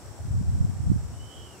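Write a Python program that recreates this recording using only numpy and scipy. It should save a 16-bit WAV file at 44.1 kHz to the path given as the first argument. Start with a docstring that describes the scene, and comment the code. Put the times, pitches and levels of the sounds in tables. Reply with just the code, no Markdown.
"""A soft outdoor wash and the fast wing trills of crickets surround a reedy pond throughout.
Right at the start, a hollow far-off sound rises and sinks.
A gust of wind builds and buffets the microphone with rumble, flutter and small thumps.
As it dies away, a distant bird gives one thin whistle that turns raspy and drops."""
import sys
import numpy as np
from scipy import signal
from scipy.fft import rfft, irfft
from scipy.io import wavfile

SR = 44100
rng = np.random.default_rng(int(sys.argv[2]) if len(sys.argv) > 2 else 0)


def log_audio(samples):
    """Write samples as a 16-bit WAV file to the path given in sys.argv[1]."""
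    # one column per channel
    frames = np.atleast_2d(samples).T
    # limit to full scale, then quantise
    limited = np.clip(frames, -1, 1)
    pcm = np.round(limited * 32767).astype(np.int16)
    wavfile.write(sys.argv[1], SR, pcm)


N = 70560  # 1.6 seconds


def amp(db):
    """Turns decibels into a number to multiply by."""
    return 10 ** (np.asarray(db) / 20)


def unit(x):
    """Scales a signal to an average strength (rms) of 1."""
    return x / np.sqrt(np.mean(x ** 2) + 1e-20)


def over_time(table, column=1):
    """Joins a table's points into one value per sample."""
    columns = np.transpose(table)
    return np.interp(np.arange(N) / SR, columns[0], columns[column])


def over_pitch(table):
    """Joins a table's points into one value per frequency."""
    hz, value = np.transpose(table)
    return np.interp(np.log(np.fft.rfftfreq(N, 1 / SR) + 1), np.log(hz + 1), value)


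def wander(hz):
    """A random wobble of strength 1, mostly slower than hz."""
    f = np.fft.rfftfreq(N, 1 / SR)
    keep_slow = np.exp(-.5 * (f / hz) ** 2) * (f > 0)
    return unit(irfft(rfft(rng.standard_normal(N)) * keep_slow, N))


def stereo_noise(colour, likeness):
    """Shaped noise whose left and right are alike (1), unrelated (0) or opposite (-1)."""
    a, b = rfft(rng.standard_normal((2, N)))
    likeness = np.clip(likeness, -1, 1)
    shared, opposed = a * np.sqrt(1 + likeness), b * np.sqrt(1 - likeness)
    left_right = np.array([shared + opposed, shared - opposed])
    return unit(irfft(left_right * amp(over_pitch(colour)), N))


def pan(x, left_over_right_db):
    """Places a sound between left and right."""
    return x * unit(amp([[left_over_right_db / 2], [-left_over_right_db / 2]]))


# How strong the wash is from low to high: pitch_hz, relative_db
WASH_COLOUR = [(20, -29), (80, 9), (200, 1), (350, 4), (500, -1.5), (750, -0.5), (1000, -5), (1500, -8),
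               (2500, -16), (4000, -17.5), (9500, -19.5), (12500, -21.5), (16000, -27)]
# How alike distant sound is on the left and right: pitch_hz, likeness
FAR_LIKENESS = [(100, 0.77), (400, 0.57), (900, 0.6), (2000, .2), (4000, -0.12), (7500, .1), (11000, -0.32),
                (16000, -0.05)]

def wash():
    """Distant air and reeds, gently swelling."""
    level_db = -49.5 + 0.5 * wander(hz=2.3)
    return amp(level_db) * stereo_noise(WASH_COLOUR, over_pitch(FAR_LIKENESS))


# The hollow tone of the swell: pitch_hz, relative_db
SWELL_COLOUR = [(400, -32), (620, 10), (750, -2), (860, 4), (1050, -27), (1600, -35)]

def far_swell():
    """A hollow band of distant noise rises and sinks once."""
    peak_s, width_s = 0.18, 0.075
    arch = np.exp(-.5 * ((np.arange(N) / SR - peak_s) / width_s) ** 2)
    return amp(-56) * arch * stereo_noise(SWELL_COLOUR, over_pitch(FAR_LIKENESS))


# The hiss of many far crickets: pitch_hz, relative_db
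CHORUS_COLOUR = [(4000, -14.5), (5100, -2.5), (5750, 3.5), (6450, -7.5), (7250, -1), (8200, 1.5),
                 (8600, -2.5), (9050, -2.5), (9500, -19), (11000, -47)]
# One near cricket a row: start_s, strokes_per_s, stroke_s, top_pitch_hz, level_db, left_over_right_db
NEAR_CRICKETS = [(0.00434, 42.03, 0.02, 7760, -63, 1.5), (0.0184, 49, 0.01, 9050, -69, 42),
                 (0.0092, 46.9, 0.011, 5850, -71.5, -1)]

def crickets():
    """Each wing stroke is a short rise and fall in pitch; far trills merge into a hiss."""
    sag, jitter = 0.15, 0.00643  # shares of the top pitch
    out = amp(-58) * stereo_noise(CHORUS_COLOUR, likeness=0.16)
    for start_s, strokes_per_s, stroke_s, top_pitch_hz, level_db, left_over_right_db in NEAR_CRICKETS:
        age_s = (np.arange(N) / SR - start_s) % (1 / strokes_per_s)
        progress = np.minimum(age_s / stroke_s, 1)
        off_centre = (2 * progress - 1) ** 2  # 0 mid-stroke, 1 at the ends
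        pitch_hz = top_pitch_hz * (1 - sag * off_centre + jitter * wander(hz=290))
        trill = (1 - off_centre) ** .5 * np.sin(2 * np.pi * np.cumsum(pitch_hz) / SR)
        out += pan(amp(level_db) * unit(trill), left_over_right_db)
    return out


def reed_echo(x, fade_s=.12):
    """Reeds and water scatter a short echo that falls 60 dB in fade_s."""
    t = np.arange(SR // 2) / SR
    tail = rng.standard_normal((2, len(t))) * np.exp(-np.log(1000) * t / fade_s)
    return signal.fftconvolve(x[None], tail / np.linalg.norm(tail[0]), axes=1)[:, :N]


# The course of the bird's call: time_s, pitch_hz, level_db, rasp (0 pure to 1 hoarse)
BIRD_CALL = [(1.09, 2500, -76, .8), (1.14, 2800, -67, .8), (1.182, 2930, -68, .4),
             (1.202, 2985, -54.5, .04), (1.29, 3020, -54, .08), (1.325, 3015, -52, .3),
             (1.41, 3015, -52.5, .55), (1.485, 2965, -53, .3), (1.54, 2830, -59, .7), (1.59, 2480, -68, .7)]

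def bird():
    """A wavering pure tone; as the voice roughens it buzzes and a rasp joins just above it."""
    waver_hz, buzz_hz, rasp_above_hz, rasp_width_hz = 89, 194.3, 150, 160
    pitch_hz, level_db, rasp = (over_time(BIRD_CALL, column) for column in (1, 2, 3))
    phase = 2 * np.pi * np.cumsum(pitch_hz * (1 + 0.011 * wander(waver_hz))) / SR
    buzz_phase = 2 * np.pi * np.cumsum(buzz_hz * (1 + .12 * wander(waver_hz))) / SR
    tone = np.sin(phase) + 0.8 * rasp * np.sin(phase + buzz_phase)
    rasp_phase = 2 * np.pi * np.cumsum(pitch_hz + rasp_above_hz * rasp ** .5) / SR
    hoarse = wander(rasp_width_hz) * np.cos(rasp_phase) + wander(rasp_width_hz) * np.sin(rasp_phase)
    voice = np.sqrt(1 - rasp) * unit(tone) + np.sqrt(rasp) * unit(hoarse)
    started = np.arange(N) / SR > BIRD_CALL[0][0]
    call = started * amp(level_db) * voice
    return pan(call, left_over_right_db=-9) + amp(-10.5) * reed_echo(call)


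# Small whirls of air: time_s, strength_db, half_width_s, side (negative left, positive right)
WHIRLS = [(0.254, -20.5, 0.0022, -1.3), (0.311, -8.5, 0.0024, -0.0067), (0.414, -17.5, 0.0014, -1.1),
          (.611, -9.5, 0.0021, 1), (0.65, -10, 0.0021, -1.1), (.698, -18.5, 0.0017, -1.3),
          (0.806, -11, .0029, .6), (.870, -10, 0.0027, -0.97), (0.902, -5, 0.0017, 1),
          (0.918, -6, 0.0013, 0.89), (.962, -11.5, .0017, 1)]

def wind_thumps():
    """Each passing whirl sucks briefly at the microphone, with a push before and after."""
    spill = 0.39  # share that pushes on the opposite side
    low_cut_hz = 47  # the microphone passes little below this
    out = np.zeros((2, N))
    for time_s, strength_db, half_width_s, side in WHIRLS:
        offset = (np.arange(N) / SR - time_s) / half_width_s
        suction = amp(strength_db) * (offset ** 2 - 1) * np.exp(-.5 * offset ** 2)
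        share = np.clip([[(1 - side) / 2], [(1 + side) / 2]], 0, 1)
        out += suction * (share - spill * share[::-1])
    low_cut = signal.butter(2, low_cut_hz, "highpass", fs=SR, output="sos")
    return signal.sosfiltfilt(low_cut, out)


# How hard the slow, heavy swirls press on the microphone: time_s, relative_db
RUMBLE_STRENGTH = [(0, -52.5), (.05, -48), (.085, -38.5), (.165, -53), (.205, -35), (.27, -33.5),
                   (.35, -25.5), (.42, -29.5), (.47, -28), (.54, -26.5), (.67, -32.5), (.765, -35),
                   (.86, -32.5), (.945, -27), (1.03, -33.5), (1.14, -40.5), (1.27, -39.5), (1.325, -66),
                   (1.38, -45), (1.52, -52.5), (1.6, -67)]
# Their deep tone: pitch_hz, relative_db
RUMBLE_COLOUR = [(15, -54), (30, -18), (45, -19), (57, -4), (70, 0), (110, -0.5), (150, -11.5), (220, -28),
                 (400, -73), (900, -83)]
# How loud the finer flutter is: time_s, level_db
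FLUTTER_STRENGTH = [(0, -71), (.18, -60), (.25, -44.5), (.40, -32.5), (.46, -39.5), (.60, -31.5),
                    (.78, -41.5), (.855, -33.5), (.915, -25), (.99, -43.5), (1.07, -43), (1.14, -41.5),
                    (1.23, -58), (1.6, -63)]
# Its slightly higher tone: pitch_hz, relative_db
FLUTTER_COLOUR = [(50, -6.5), (110, -1.5), (190, -1), (270, -12), (360, -25), (480, -28.5), (900, -60),
                  (2500, -72)]

def wind():
    """Swirling air pushes one side of the microphone as it pulls the other, rumbling and fluttering."""
    likeness, lump_db, rumble_boost_db = -0.53, 1.6, 1.5
    lumps = unit(amp(lump_db * wander(hz=27.3)))
    rumble = amp(over_time(RUMBLE_STRENGTH) + rumble_boost_db) * stereo_noise(RUMBLE_COLOUR, likeness)
    flutter = amp(over_time(FLUTTER_STRENGTH)) * stereo_noise(FLUTTER_COLOUR, likeness)
    return pan(rumble + flutter * lumps, left_over_right_db=0.86)


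def scene():
    """Wind at the microphone over the sounds of the pond."""
    return wind() + wind_thumps() + wash() + far_swell() + crickets() + bird()


def record(dry, top_hz=15780):
    """The recorder cuts off the very highest treble."""
    treble_cut = signal.firwin(511, top_hz, window=("kaiser", 9), fs=SR)
    return signal.oaconvolve(dry, treble_cut[None], "same")


dry = scene()
out = record(dry)
log_audio(out)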